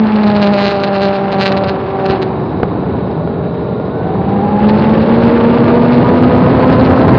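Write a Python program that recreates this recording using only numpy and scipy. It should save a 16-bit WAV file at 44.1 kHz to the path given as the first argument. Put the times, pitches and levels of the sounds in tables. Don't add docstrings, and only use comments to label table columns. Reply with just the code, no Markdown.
import sys
import numpy as np
from scipy import signal
from scipy.io import wavfile
from scipy.ndimage import uniform_filter1d

SR = 44100
rng = np.random.default_rng(int(sys.argv[2]) if len(sys.argv) > 2 else 0)


def to_linear_factor(level_db):
    exponent = np.asarray(level_db, float) / 20
    return 10 ** exponent


def pcm_store(signal):
    levels = np.round(np.clip(np.atleast_2d(signal), -1, 1) * 32767)
    wavfile.write(sys.argv[1], SR, levels.astype(np.int16).T)


N = 316638

OVERRUN_ENDS_S, OVERRUN_FADE_S = 2.06, 0.5
PULL_S, PULL_RISE_S = 4.5, 0.14


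def rms_one(x):
    return x / np.sqrt(np.mean(x ** 2) + 1e-20)


def in_time(rows):
    s, *columns = np.transpose(rows)
    return [np.interp(np.arange(N) / SR, s, c) for c in columns]


def at_hz(points, hz):
    point_hz, point_db = np.transpose(points)
    return np.interp(np.log(hz), np.log(point_hz), point_db)


def smooth(coarse):
    return np.interp(np.arange(N) / 40, np.arange(len(coarse)), coarse)


def ramp(start_s, rise_s):
    return np.clip((np.arange(N) / SR - start_s) / rise_s, 0, 1)


def drift(rate):
    r = np.exp(-80 * np.pi * rate / SR)
    settle = 2000
    white = rng.standard_normal(len(range(0, N, 40)) + settle)
    return rms_one(signal.lfilter([1], [1, -2 * r, r * r], white)[settle:])


def resonance(x, hz, width_hz):
    r = np.exp(-np.pi * width_hz / SR)
    top = np.array([1, 0, -1]) * (1 - r * r) / 2
    return signal.lfilter(top, [1, -2 * r * np.cos(2 * np.pi * hz / SR), r * r], x + 1e-18)


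def banded_noise(spectrum, tilt, patchy_db, low_hz, count):
    edges = low_hz * 2 ** (np.arange(count + 1) / 3)
    white = rng.standard_normal((2, N))
    out, power = 0, 0
    for k, (low, high) in enumerate(zip(edges, edges[1:])):
        sos = signal.butter(2, [low, high], "band", fs=SR, output="sos")
        band = signal.sosfilt(sos, white[k % 2])
        hz = np.sqrt(low * high)
        band_db = at_hz(spectrum, hz)
        out = out + band * smooth(to_linear_factor(band_db + tilt * np.log2(hz / 200) + patchy_db * drift(26)))
        power += to_linear_factor(2 * band_db) * 2 * (high - low) / SR
    return out / np.sqrt(power)


def crank(hz, wander):
    return np.cumsum(hz) / SR + smooth(wander * drift(10))


def partial(turns, order, level_db, flutter_db, lead=0.):
    height = np.sqrt(2) * smooth(to_linear_factor(level_db[::40] + flutter_db * drift(20)))
    return height * np.cos(2 * np.pi * order * turns + lead)


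def whine(rows, wander):
    before = (0.015, rows[0][1], -92.5)
    after = (N / SR, rows[-1][1], -90)
    hz, level_db = in_time([before] + rows + [after])
    return partial(crank(hz, wander), 0.99, level_db, flutter_db=2.0)


def own_throttle():
    # (time [s], firing rate [Hz], shake [dB], edge of the firing pulse [dB])
    ride = [(0.0, 217.2, -9.5, -5), (0.48, 202.5, -11, 1), (0.85, 198, -21, -1.5), (1.05, 196.7, -16.5, 1),
            (1.22, 196.8, -22, -4), (1.4, 194.2, -16, -0.5), (1.7, 193.2, -22.5, -2),
            (1.8, 193.8, -48.5, -2), (2.1, 192.6, -23.5, 1), (2.4, 187.5, -45, -5),
            (2.7, 188.7, -31.5, -15.5), (3.4, 178, -28.5, -21), (4.05, 187.5, -34, -12),
            (4.3, 195.3, -19, -5), (4.8, 213.7, -8, -7), (5.2, 232, -13, -1.5), (5.6, 236.1, -12.5, 1),
            (7.18, 263, -13.5, 1.5)]
    return in_time(ride)


def own_engine(turns, hz, shake_db, edge_db):
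    # (order [x firing], overrun [dB], under power [dB], share of a lull in the shake [dB/dB])
    overtones = [
        (2, -19, -19, 0.02),
        (3, -17, -38, .4),
        (4, -21.5, -29.5, .3),
        (5, -34.5, -31, 0.18),
    ]
    # (order [x firing], level under order 4 [dB])
    upper = [
        (6, -12.5),
        (7, -16),
    ]
    lull_below_db = -22.5
    power = ramp(OVERRUN_ENDS_S, OVERRUN_FADE_S)
    above_lull_db = shake_db - lull_below_db
    orders_db = {}
    for k, over_db, pull_db, share in overtones:
        mix_db = over_db + power * (pull_db - over_db)
        orders_db[k] = edge_db + mix_db + share * np.minimum(above_lull_db, 0)

    bracket_hz, bracket_width_hz, bracket_loss_db = 600.2, 39.6, 28
    orders_db[3] -= bracket_loss_db * np.clip((3 * hz - bracket_hz) / bracket_width_hz, -1, 1) ** 4
    orders_db[2] -= 0.34 * np.maximum(above_lull_db, 0) * (1 - power)

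    rough_overrun_db, rough_power_db = 1.8, 3.5
    rough_db = (rough_overrun_db + power * (rough_power_db - rough_overrun_db))[::40]
    out = partial(turns, 1, shake_db, flutter_db=rough_db)
    for k, db in orders_db.items():
        lead_rad = 1.1 * (k == 3)
        out += partial(turns, k, db, flutter_db=rough_db, lead=lead_rad)
    for k, db in upper:
        out += partial(turns, k, orders_db[4] + db, flutter_db=1.5)
    return out


def wind_buffet():
    # (time [s], buffet [dB])
    gust_levels = [(0, -25), (.5, -26), (1.1, -28.5), (1.55, -24), (1.75, -26), (1.96, -26), (2.25, -24),
                   (2.64, -22.5), (2.78, -22), (3.22, -24), (3.8, -25), (4.1, -22), (4.56, -20.5),
                   (4.8, -19.5), (5.4, -17.5), (5.95, -16.5), (6.4, -15.5), (7.18, -12.5)]
    # (frequency [Hz], density [dB per Hz])
    buffet_spectrum = [(25, -30.5), (45, -24.5), (70, -4.5), (110, -1.5), (165, 0), (240, -5), (400, -7),
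                       (600, -13.5), (900, -14), (1400, -31.5), (2200, -43.5), (3500, -73)]
    buffet_db, = in_time(gust_levels)
    tilt = 0.29 + 2 * (1 - ramp(OVERRUN_ENDS_S, OVERRUN_FADE_S))
    gusts = to_linear_factor(buffet_db + 7 + smooth(1.7 * np.tanh(drift(40))))
    return gusts * banded_noise(buffet_spectrum, tilt[::40], patchy_db=0.5, low_hz=34.93, count=19)


def engine_hiss(turns, shake_db, edge_db):
    # (frequency [Hz], density [dB per Hz])
    hiss_spectrum = [(500, 8.5), (1000, 0.5), (1500, 3), (1800, -1), (2100, -5.5), (2600, -5), (3300, -13),
                     (3850, -12.5), (4500, -18.5), (5200, -43), (6500, -33), (9000, -38)]
    effort_db = -31 + 0.24 * shake_db + 0.3 * edge_db
    effort_db += 6 * (ramp(PULL_S, PULL_RISE_S) - ramp(OVERRUN_ENDS_S, OVERRUN_FADE_S))
    swell_db = 3.16 * np.cos(2 * np.pi * (turns - 0.15))
    gate = to_linear_factor(effort_db + 8.5 + swell_db + smooth(2.0 * drift(37)))
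    return gate * banded_noise(hiss_spectrum, 0, patchy_db=0.0, low_hz=565, count=11)


def housing_air():
    return to_linear_factor(-49.5) * rms_one(resonance(rng.standard_normal(N), 3850, 280))


def rattle(turns, shake):
    # (time [s], peak [dB],
    # length [ms])
    bursts = [(0.07, -26, 9.9), (.121, -30, 6.2), (.159, -29, 7.9), (.234, -24, 13), (.278, -31, 48),
              (.358, -24.5, 34), (.425, -22, 52), (.468, -23, 21), (.542, -23.5, 39), (.6, -21, 160),
              (.71, -22.5, 70), (.766, -24.5, 21), (.838, -23, 20), (0.872, -27, 24), (.95, -26, 45),
              (1.029, -23.5, 80), (1.141, -27.5, 44), (1.33, -27.5, 29), (1.41, -20, 49),
              (1.465, -20.5, 43), (1.522, -24, 11), (1.574, -25, 18.8), (1.641, -23, 9), (1.687, -25, 38),
              (.305, -32, 30), (.805, -29, 22), (2.06, -24.5, 11), (2.1, -26.5, 43), (2.226, -22.5, 18),
              (2.155, -34.5, 25), (2.635, -37, 8), (4.64, -35, 25), (4.694, -29.5, 19),
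                   (4.789, -31, 45), (5.01, -34, 30), (4.88, -39, 31), (5.16, -41, 35), (5.26, -37.5, 30),
                   (5.93, -33, 35), (6.73, -33, 33), (6.8, -30, 15), (6.85, -30, 21), (7.0, -33, 55)]
    # (lag after the peak [cycles], level [dB])
    contacts = [
        (.11, 0),
        (.2, -12),
        (.61, -9),
    ]
    # (frequency [Hz], width [Hz], level [dB])
    shell_modes = [
        (1540, 450, 2),
        (2740, 520, 0),
        (4076, 500, 0.5),
        (5014, 900, -9.5),
        (8600, 3900, -13),
    ]
    t = np.arange(N) / SR
    strength = ramp(PULL_S, PULL_RISE_S) * to_linear_factor(-46 + smooth(3.5 * np.tanh(drift(12))))
    for s, db, ms in bursts:
        near = slice(max(int((s - 0.12) * SR), 0), int((s + 0.12) * SR))
        rise_or_fall = np.where(t[near] < s, 0.6, 1)
        burst = to_linear_factor(db) * np.exp(-((t[near] - s) / (ms * 0.00073 * rise_or_fall)) ** 2)
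        strength[near] = np.maximum(strength[near], burst)
    strength *= to_linear_factor(smooth(2.5 * drift(30)))

    hits = np.zeros(N)
    for lag, db in contacts:
        at = np.flatnonzero(np.diff(np.floor(turns - lag)) > 0)
        early_late = rng.integers(-4, 5, len(at))
        hits[np.clip(at + early_late, 0, N - 1)] = to_linear_factor(db)

    fall = -np.gradient(uniform_filter1d(shake, size=15)) * SR / 1000
    steepest = (fall > np.roll(fall, 1)) & (fall >= np.roll(fall, -1))
    knocks = steepest * np.clip(fall - 1.5, 0, 1.5) * to_linear_factor(-6.5)

    taps = -(hits * strength * to_linear_factor(32) + knocks) * to_linear_factor(2.2 * rng.standard_normal(N))
    out = np.zeros(N)
    for k, (hz, width_hz, db) in enumerate(shell_modes):
        out += (-1) ** k * to_linear_factor(db) * resonance(taps, hz, width_hz)
    return out


def jolts():
    # (time [s], peak [dB], frequency [Hz])
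    bumps = [(2.1, -10, 420), (2.6315, 1, 460), (2.6332, -5, 780), (2.1, -9.5, 200), (2.6, -16.5, 370),
             (3.25, -10.5, 300), (2.6335, -11.5, 1330), (3.275, -10, 600), (3.8, -10.5, 480),
             (6.7, -1.5, 380), (3.688, -16.5, 580), (4.009, -16, 360)]
    out = np.zeros(N)
    t = np.arange(600) / SR
    for s, db, hz in bumps:
        start = int(s * SR)
        out[start:start + 600] += to_linear_factor(db) * np.sin(2 * np.pi * hz * t) * np.exp(-t * hz * 0.84) * 2
    return out


def rival():
    # (time [s], firing rate [Hz], level [dB])
    pass_by = [
        (2.59, 186.8, -30),
        (2.99, 197, -35),
        (3.39, 201.5, -33),
        (4.19, 217.1, -33.5),
        (4.7, 230.9, -25),
        (5.19, 243.9, -24),
        (5.7, 261.5, -24),
        (6.19, 274.7, -25.5),
        (6.7, 289.7, -27),
        (7.18, 291, -24),
    ]
    # (multiple of firing [x], part throttle [dB], full throttle [dB])
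    pipe = [(1, -0.5, 1.5), (1.25, 0, -1), (1.5, -17, -0.5), (1.75, -12, -8), (2, 5.5, -1),
            (2.25, 4.5, 1.5), (2.5, -9, 0.5), (2.75, -7, -13.5), (3, 2, -18.5), (3.25, -16, -12),
            (3.5, -22.5, -3.5)]
    hz, level_db = in_time(pass_by)
    t = np.arange(N) / SR
    turns = crank(hz, wander=0.034)
    level_db = level_db - 60 * np.clip((pass_by[0][0] + 0.28 - t) / 0.5, 0, 1)
    throttle = ramp(4.1, 0.53)
    out = np.zeros(N)
    for k, part_db, full_db in pipe:
        line_db = level_db + part_db + throttle * (full_db - part_db)
        out += partial(turns, k, line_db, flutter_db=1.0, lead=rng.uniform(0, 2 * np.pi))
    return out


def coasting_whine():
    # (time [s], frequency [Hz], level [dB])
    glide = [
        (2.7, 1532, -51),
        (2.9, 1500, -42.5),
        (3.22, 1465, -46),
        (3.5, 1418, -45.5),
        (3.66, 1450, -46),
        (3.74, 1392, -42),
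        (3.97, 1510, -37.5),
        (4.08, 1530, -39.5),
        (4.2, 1516, -68),
    ]
    return whine(glide, wander=0.11)


def frame_hum():
    # (time [s], frequency [Hz], level [dB])
    hum = [
        (3.0, 164.8, -43),
        (3.2, 164.7, -23),
        (3.45, 167, -20.5),
        (3.65, 169, -25.5),
        (3.8, 169.8, -45.5),
    ]
    return whine(hum, wander=0.043)


def drive_whine():
    # (time [s], frequency [Hz], level [dB])
    take_up = [
        (3.9, 733, -45),
        (4.02, 745.4, -28.5),
        (4.3, 811, -23),
        (4.4, 800, -20.5),
        (4.47, 835, -20),
        (4.6, 838, -20),
        (4.71, 882, -21.5),
        (4.9, 880, -24.5),
        (5.05, 866, -41),
    ]
    return whine(take_up, wander=0.2)


def scene():
    hz, shake_db, edge_db = own_throttle()
    turns = crank(hz, wander=0.035)
    shake = own_engine(turns, hz, shake_db, edge_db) + wind_buffet() + rival()
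    mono = shake + engine_hiss(turns, shake_db, edge_db) + housing_air()
    mono += rattle(turns, shake) + jolts()
    mono += coasting_whine() + frame_hum() + drive_whine()
    return np.array([mono, mono])


def starve(x):
    band_edges = [4900, 5100, 5300, 5460, 5750, 6000, 6300, 6560, 7000, 7900, 8450, 9480, 10500]
    hz, _, frames = signal.stft(x, SR, nperseg=2048)
    loudness = np.sqrt(np.sum(np.abs(frames) ** 2, axis=0))
    keep = to_linear_factor(-85) + to_linear_factor(-73.5) * loudness
    for low, high in zip(band_edges, band_edges[1:] + [SR]):
        band = (hz >= low) & (hz < high)
        level = np.sqrt(np.mean(np.abs(frames[band]) ** 2, axis=0))
        chance = to_linear_factor(4.5 * rng.standard_normal(len(keep)))
        frames[band] *= level > keep * chance
    return signal.istft(frames, SR, nperseg=2048)[1][:N]


def top_cut(x):
    return signal.sosfilt(signal.butter(12, 17500, fs=SR, output="sos"), x)


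def record(dry):
    x = dry[0] + 0.27 * (np.clip(dry[0], -1.5, 1.5) ** 2 - np.mean(dry ** 2))
    x = signal.sosfilt(signal.butter(3, 55, "high", fs=SR, output="sos"), x)
    x = x / (1 + np.abs(x / 0.985) ** 3) ** (1 / 3)
    x = signal.sosfilt(signal.butter(2, 46, "high", fs=SR, output="sos"), x)
    x = starve(signal.sosfilt(signal.butter(5, 5200, fs=SR, output="sos"), x))
    treble = x - signal.sosfiltfilt(signal.butter(3, 850, fs=SR, output="sos"), x)
    x = x + treble * (to_linear_factor(np.array([[-0.75], [0.75]])) - 1)
    mix = np.clip(x, -1, 1)
    return top_cut(mix)


dry = scene()
out = record(dry)
pcm_store(out)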